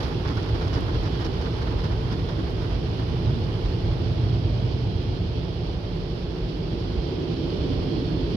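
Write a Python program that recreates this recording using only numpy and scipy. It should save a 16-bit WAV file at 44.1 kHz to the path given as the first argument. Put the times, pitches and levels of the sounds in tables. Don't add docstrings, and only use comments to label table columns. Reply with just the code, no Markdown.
import sys
import numpy as np
from scipy import signal
from scipy.fft import rfft, irfft
from scipy.io import wavfile
from scipy.ndimage import uniform_filter1d

SR = 44100
rng = np.random.default_rng(int(sys.argv[2]) if len(sys.argv) > 2 else 0)


def put_to_file(sound):
    columns = np.atleast_2d(sound).T
    safe = np.clip(columns, -1, 1)
    whole_steps = np.round(safe * 32767)
    wavfile.write(sys.argv[1], SR, whole_steps.astype(np.int16))


N = 368676
TIME = np.arange(N) / SR
HZ = np.fft.rfftfreq(N, 1 / SR)


def gain_of(db):
    return 10 ** (np.asarray(db) / 20)


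def unit_level(x):
    return x / np.sqrt(np.mean(x ** 2) + 1e-20)


def at_pitch(table, hz):
    f, value = np.transpose(table)
    return np.interp(np.log(hz + 1), np.log(f + 1), value)


def over_time(table):
    return np.interp(TIME, *np.transpose(table))


def drift(rate_hz):
    return unit_level(irfft(rfft(rng.standard_normal(N)) * np.exp(-(HZ / rate_hz) ** 2), N))


def steadied(x, seconds):
    power = uniform_filter1d(x.mean(0) ** 2, int(seconds * SR))
    return x / np.sqrt(abs(power) + 1e-9)


def swells(rows):
    return sum(gain_of(db) * np.cos(np.pi * np.clip((TIME - t) / length, -.5, .5))
               for t, length, db in rows)


def bursts(rows, rise_s, decay_s):
    power = np.zeros(N)
    for t, hold, db in rows:
        span = slice(max(int((t - rise_s) * SR), 0), int((t + .5) * SR))
        age = TIME[span] - t
        attack = np.clip(1 + age / rise_s, 0, 1)
        tail = np.exp(-np.maximum(age - hold, 0) / decay_s)
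        power[span] += (gain_of(db) * attack * tail) ** 2
    return np.sqrt(power)


EAR_LIKENESS = [(30, .995), (60, .975), (170, .96), (250, .8), (350, .82), (500, .55), (720, .36),
                (1030, -.03), (1460, -.25), (2100, 0), (15000, 0)]
LEFT_LEAD = [(60, -.2), (180, -.1), (245, -.36), (320, .04), (490, -.15), (580, .3), (660, -.1),
             (880, -.45), (1100, .4), (2000, 0)]
LEFT_BALANCE = [(60, -1.5), (120, -2), (175, -0.5), (260, -6), (350, -3.5), (450, -1.5), (850, -5),
                (1500, -5.5), (2900, -5.5), (3800, -10), (5300, -14.5), (6800, 0.5), (7600, -5), (8800, 6),
                (11700, -8.5), (14000, 5)]
def two_ears(a, b, hz, lead=0):
    likeness = np.clip(at_pitch(EAR_LIKENESS, hz), -1, 1)
    tilt = gain_of(at_pitch(LEFT_BALANCE, hz) / 2)
    left = a * tilt * np.exp(1j * lead)
    right = (likeness * a + np.sqrt(1 - likeness ** 2) * b) / tilt
    return np.array([left, right]) / np.sqrt(tilt ** 2 + tilt ** -2 + 2 * likeness)


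def cabin(tone, noises):
    ears = two_ears(*rfft(noises), HZ, lead=at_pitch(LEFT_LEAD, HZ))
    in_band = (HZ >= tone[0][0]) & (HZ <= tone[-1][0])
    sound = irfft(ears * in_band * gain_of(at_pitch(tone, HZ)), N)
    return sound / np.std(sound.mean(0))


def air(tone):
    return cabin(tone, rng.standard_normal((2, N)))


BOOM_TONE = [(12, -34), (25, -25.5), (33, -17.5), (43, 4.5), (55, 3), (63, 1), (75, -12)]
DRUM_TONE = [(50, -29.5), (63, -2), (76, -1.5), (90, -2.5), (102, 0), (113, 1.5), (125, -2), (145, -8.5),
             (165, -20.5), (230, -17.5), (330, -45)]
BOOM_LEVEL = [(0, -36.5), (1.3, -33.5), (3.1, -34.5), (4.3, -36), (5, -35.5), (6, -34.5), (6.9, -33.5),
              (7.22, -41), (7.6, -35.5), (8.36, -33)]
PRESSURE = [(0, -2.5), (.55, 1.5), (1.4, -2.5), (2, 1), (2.4, -2), (3.05, 0), (3.3, 3), (3.6, -1),
            (4.35, 4), (5.2, -.5), (6.3, -8.5), (7, -5.5), (8.36, -3.5)]
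GUSTS = [(.558, 0.16, -30, -45), (.805, .2, -26, -45), (.982, .13, -23.5, -45), (1.754, .25, -30, -45),
         (1.96, 0.14, -30, -45), (2.747, .13, -26, -45), (3.313, 0.15, -40, -26), (3.66, 0.14, -26, -45),
         (3.883, 0.14, -26, -27), (4.255, 0.15, -36, -23.5), (4.52, .16, -28.5, -33), (5.7, .22, -36, -45),
         (6.43, .1, -31, -45), (6.783, 0.25, -42, -30), (6.99, .079, -24, -45), (7.615, .1, -27, -45),
         (7.768, 0.17, -33, -26), (8.218, 0.14, -27, -48)]
def jets():
    t, length, boom_db, drum_db = np.transpose(GUSTS)
    steady_boom = gain_of(over_time(BOOM_LEVEL) + .82 * drift(rate_hz=4.6))
    steady_drum = gain_of(-27 + over_time(PRESSURE))
    boom = np.hypot(steady_boom, swells(zip(t, length, boom_db)))
    drum = np.hypot(steady_drum, swells(zip(t, length, drum_db)))
    return boom * steadied(air(BOOM_TONE), seconds=.13) + drum * steadied(air(DRUM_TONE), seconds=.18)


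ROAR_TONE = [(200, -23), (290, -11.5), (355, 1), (410, -3.5), (445, 0), (490, -6.5), (550, -14), (620, -21),
             (800, -44)]
RUSH_TONE = [(310, -37.5), (520, -2), (552, -3), (570, -6.5), (601, -5), (625, 0.5), (717, -3.5), (756, -5),
             (862, -7), (939, -11.5), (1160, -16), (1860, -22), (2500, -19), (3250, -47), (5500, -120)]
HISS_TONE = [(1500, -22.5), (2300, -5), (2850, 1), (3250, 1.5), (3750, -1), (4400, -2), (5000, -2),
             (5500, -6.5), (6500, -23), (8100, -35.5), (9000, -33.5), (11400, -37.5), (12900, -39.5),
             (13300, -50), (15700, -52)]
FLOW = [(0, 0.5), (.3, 0.2), (1.15, 0.56), (2.1, -0.3), (2.9, -0.5), (4.3, 0), (5.75, -2), (6.6, -2),
        (6.88, -1), (7.07, -0.3), (7.25, -0.5), (7.48, 0.6), (7.95, 0.7), (8.1, -1.1), (8.36, 1.1)]
REAR_SHARE = [(5.9, 0), (6.7, 0.43), (7.05, 0.38), (7.17, 0.52), (7.5, 0.78), (7.7, 0.63), (8, 1),
              (8.36, 0.9)]
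def nozzles():
    flow_db, pressure_db, rear = map(over_time, (FLOW, PRESSURE, REAR_SHARE))
    roar_db = -37 + 1.4 * flow_db - .23 * pressure_db + .65 * rear
    roar = gain_of(roar_db) * steadied(air(ROAR_TONE), seconds=.37)
    rush = gain_of(-45.5 + .85 * flow_db + .11 * pressure_db + drift(rate_hz=15)) * air(RUSH_TONE)
    hiss = gain_of(-48 + flow_db + .3 * rear + .74 * drift(rate_hz=21)) * air(HISS_TONE)
    return roar + rush + hiss


DRONE_TONE = [(125, -19), (148, -1.5), (165, -0.5), (176, -2.5), (186, -5.5), (200, -11.5), (230, -24)]
HOWL_TONE = [(180, -22.5), (212, -7.5), (255, -0.5), (290, -3), (330, -0.5), (375, -4.5), (420, -19),
             (520, -30)]
def roof_howl():
    flow_db, pressure_db, rear = map(over_time, (FLOW, PRESSURE, REAR_SHARE))
    drone_db = -36 + .11 * pressure_db - .5 * flow_db + 4.8 * rear
    drone = gain_of(drone_db) * steadied(air(DRONE_TONE), seconds=.47)
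    from_roof = gain_of(-38 + .3 * pressure_db + .79 * flow_db)
    from_rear = gain_of(-31.5) * rear
    howl = np.hypot(from_roof, from_rear) * steadied(air(HOWL_TONE), seconds=.25)
    return drone + howl


def fan(spin_hz, notes, wander, echo, echo_hz):
    turns = np.cumsum(spin_hz * (1 + wander * drift(rate_hz=1.97))) / SR
    moments = np.arange(0, TIME[-1] + 1, 1 / echo_hz)
    out = np.zeros((2, N))
    for multiple, db in notes:
        direct = np.exp(2j * np.pi * rng.random((2, 1)))
        echoes = echo * (rng.standard_normal((2, len(moments), 2)) @ [1, 1j])
        ears = two_ears(*(direct + echoes), multiple * np.mean(spin_hz))
        waver = np.array([np.interp(TIME, moments, ear) for ear in ears])
        note = (waver * np.exp(2j * np.pi * multiple * turns)).real
        out += gain_of(db) * unit_level(note)
    return out


NEAR_SPIN = [(0, 58.12), (1.15, 58.04), (3.6, 58.11), (4.5, 58.04), (5.3, 58.04), (6.5, 58.11), (7.4, 58),
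             (8.36, 57.98)]
WHINE_NOTES = [(49, -69), (51, -63.5), (52, -70), (53, -66), (54, -64), (55, -64.5), (56, -64.5), (57, -65),
               (58, -69), (59, -66.5), (60, -66), (61, -65), (66, -71), (69, -71), (70, -69), (71, -62.5),
               (72, -68.5), (73, -63), (74, -67), (75, -72), (76, -65), (77, -67.5), (78, -69), (79, -69),
               (80, -67.5), (81, -67.5), (83, -66.5), (84, -72), (86, -70), (91, -71)]
WHISTLE_TONE = [(2700, -21.5), (2960, -8.5), (3220, -1.5), (3520, -6.5), (3800, -20), (4200, -1.5),
                (4500, -4), (4900, -7.5), (5500, -21)]
def near_fan():
    boost_db = .83 * over_time(FLOW) + 3.4 * over_time(REAR_SHARE)
    whine = fan(over_time(NEAR_SPIN), WHINE_NOTES, wander=.000352, echo=1.2, echo_hz=11)
    whistle = gain_of(-62 + 1.4 * boost_db) * air(WHISTLE_TONE)
    return gain_of(boost_db) * whine + whistle


HUM_NOTES = [(3, -45.5), (6, -52), (10, -50), (12, -62.5)]
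HUM_BOOST = [(0, -3), (.8, 0), (1.6, -0.5), (2.15, 0), (3.5, -3), (4.25, -4), (4.55, 4), (4.9, -16),
             (5.4, 2.5), (5.8, 1), (6.35, -2.5), (7.1, 0), (7.65, 2), (8.36, -1)]
def far_fan():
    hum = fan(spin_hz=58.9, notes=HUM_NOTES, wander=.0025, echo=.46, echo_hz=12)
    return gain_of(over_time(HUM_BOOST)) * hum


def droplets(tone, per_s, spread_db):
    size = gain_of(spread_db * np.minimum(rng.exponential(1, (2, N)), 4))
    sign = rng.choice([-1, 1], (2, N))
    hits = rng.random((2, N)) < per_s / SR
    return cabin(tone, size * sign * hits)


SPRAY_TONE = [(350, -27), (600, -5), (850, 6), (1200, 0), (1600, -3), (2200, -6.5), (3000, -16),
              (5200, -21), (6500, -23.5), (8000, -36.5), (11300, -29), (13000, -36.5), (15500, -46.5)]
SPRAY_LEVEL = [(0, -40), (.17, -47), (.6, -45), (1.15, -46.5), (1.55, -46), (2.2, -47), (3, -48.5),
               (3.7, -47.5), (4.5, -50.5), (5.3, -52), (8.36, -49)]
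def spray():
    level_db = over_time(SPRAY_LEVEL) + .71 * drift(rate_hz=26)
    return gain_of(level_db) * droplets(SPRAY_TONE, per_s=4000, spread_db=2)


THUD_TONE = [(170, -22), (240, -2.5), (320, 2), (400, -6), (480, -7), (620, -21)]
SLAP_TONE = [(350, -31), (650, 0), (900, 6), (1250, 1.5), (1550, -0.5), (1900, -4), (2400, -12),
             (4000, -22), (7000, -50)]
FIZZ_TONE = [(1200, -13), (2400, -2), (3300, 3), (5300, 2), (6500, -13), (8000, -28), (11500, -25),
             (15500, -40)]
SPLATTERS = [(.004, 0.0064, -40.5, -43, -35), (0.028, .018, -50, -44, -43), (.058, 0.0093, -47, -50, -46),
             (0.11, .02, -44.5, -53, -38), (0.191, .006, -51, -59, -44), (0.252, 0.0079, -37, -50, -48),
             (0.277, 0.014, -41, -44, -39), (0.3, 0.018, -41.5, -49, -35), (0.37, .016, -39.5, -47, -47),
             (0.424, .0095, -55, -47, -50), (.462, 0.0089, -45, -55, -40), (.487, .012, -46, -53, -46),
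             (0.545, 0.014, -42, -49, -34), (.611, .016, -42, -48, -34), (.642, 0.0091, -49, -50, -44),
             (0.672, .008, -42, -47, -46), (.73, .008, -41, -44, -36), (0.741, .012, -46, -42.5, -44),
             (0.76, 0.019, -39.5, -48, -35), (.822, .006, -47, -60, -47), (.884, 0.012, -40, -56, -38),
             (.924, 0.0065, -46, -54, -46), (0.943, .012, -42.5, -50, -40), (1.03, .01, -41, -48, -37),
             (1.053, 0.024, -44, -47, -38), (1.152, .01, -45, -52, -50), (1.193, 0.038, -42.5, -48, -36),
             (1.246, 0.019, -40.5, -43, -33), (1.337, .006, -47, -55, -42), (1.374, .008, -46, -58, -39),
             (1.413, .012, -44, -47, -48), (1.448, .026, -44.5, -54, -45), (1.53, .012, -46, -55, -41),
             (1.58, 0.019, -47, -57, -44), (1.616, 0.013, -41.5, -49, -38), (1.671, .012, -42.5, -52, -41),
             (1.714, .012, -45, -54, -52), (1.786, .014, -43.5, -53, -49), (1.841, 0.015, -41, -46, -39),
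             (1.91, 0.023, -45, -53, -44), (2.115, 0.022, -43, -46, -45), (2.287, .016, -42.5, -48, -38),
             (2.387, 0.016, -44.5, -54, -31.5), (2.468, .0089, -45, -56, -42), (2.62, .008, -44, -50, -41),
             (2.645, .008, -45, -55, -35), (2.702, .018, -45, -55, -42), (2.993, .006, -45, -51, -37),
             (3.294, .006, -47, -59, -41), (3.497, .0067, -51, -59, -41), (3.65, .01, -48, -50, -46)]
def splatters():
    t, hold, slap_db, fizz_db, thud_db = np.transpose(SPLATTERS)
    thuds = bursts(zip(t, hold, thud_db), rise_s=.0037, decay_s=.024) * air(THUD_TONE)
    coarse_patter = steadied(droplets(SLAP_TONE, per_s=3000, spread_db=2), seconds=.016)
    slaps = bursts(zip(t, hold, slap_db), rise_s=.0023, decay_s=.013) * coarse_patter
    fine_patter = steadied(droplets(FIZZ_TONE, per_s=1500, spread_db=1.5), seconds=.02)
    fizz = bursts(zip(t, hold, fizz_db), rise_s=.0018, decay_s=.008) * fine_patter
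    return thuds + slaps + fizz


RINGS = [(.77, .3, 51, -55), (.98, .5, 55, -54.5), (1.2, .42, 56, -56), (1.24, .45, 51, -56),
         (1.5, .26, 60, -58), (1.53, .45, 61, -57), (1.6, .35, 56, -57.5), (1.93, .4, 53, -59),
         (2.29, .32, 60, -59), (2.41, .5, 55, -57.5), (3.05, .42, 51, -58.5), (3.28, .25, 56, -58.5),
         (4.23, .32, 56, -57.5), (4.51, .24, 59, -59.5), (4.99, .28, 56, -57), (5.48, .42, 56, -56),
         (6.48, .26, 56, -59), (7.04, .6, 56, -56), (7.14, .4, 55, -60), (7.49, .28, 56, -56),
         (7.6, .36, 51, -59), (7.69, .28, 60, -57.5), (7.75, .22, 61, -58), (7.94, .34, 56, -53.5),
         (8.28, .28, 59, -56.5)]
def fan_rings():
    spin_hz = over_time(NEAR_SPIN)
    out = np.zeros((2, N))
    for multiple in sorted({row[2] for row in RINGS}):
        strength = swells((t, length, db) for t, length, m, db in RINGS if m == multiple)
        out += strength * fan(spin_hz, [(multiple, 0)], wander=.0003, echo=.35, echo_hz=18)
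    return out


TICK_TONE = [(2000, -20), (6000, -3), (8500, -10), (11500, -4), (13000, -5), (15500, -21)]
DROPS = [(.808, -50.5), (.9772, -63), (1.0271, -58), (2.5037, -58), (2.852, -64), (2.9991, -62),
         (4.9606, -65), (6.372, -68), (8.305, -67)]
def drops():
    hold_s = .00056
    return bursts([(t, hold_s, db) for t, db in DROPS], rise_s=.0004, decay_s=.001) * air(TICK_TONE)


HOOTS = [(7.19, 0.23, 370, -32.5), (7.39, 0.32, 338, -38.5), (7.716, .22, 274, -32.5),
         (8.006, 0.17, 265, -32), (8.303, 0.19, 376, -35.5)]
def hoots():
    half_width_hz = 74
    out = np.zeros((2, N))
    for t, length, hz, db in HOOTS:
        tone = [(hz - half_width_hz, -24), (hz, 0), (hz + half_width_hz, -24)]
        out += swells([(t, length, db)]) * steadied(air(tone), seconds=.13)
    return out


def scene():
    blowers = jets() + nozzles() + roof_howl() + near_fan() + far_fan()
    return blowers + spray() + splatters() + fan_rings() + drops() + hoots()


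def record(dry):
    fade_s, cutoff_hz = .003, 15720
    fade = np.minimum(np.minimum(TIME, TIME[-1] - TIME) / fade_s, 1)
    low_pass = signal.firwin(511, cutoff_hz, window=("kaiser", 9), fs=SR)
    return signal.oaconvolve(dry * fade, low_pass[None], "same")


dry = scene()
out = record(dry)
put_to_file(out)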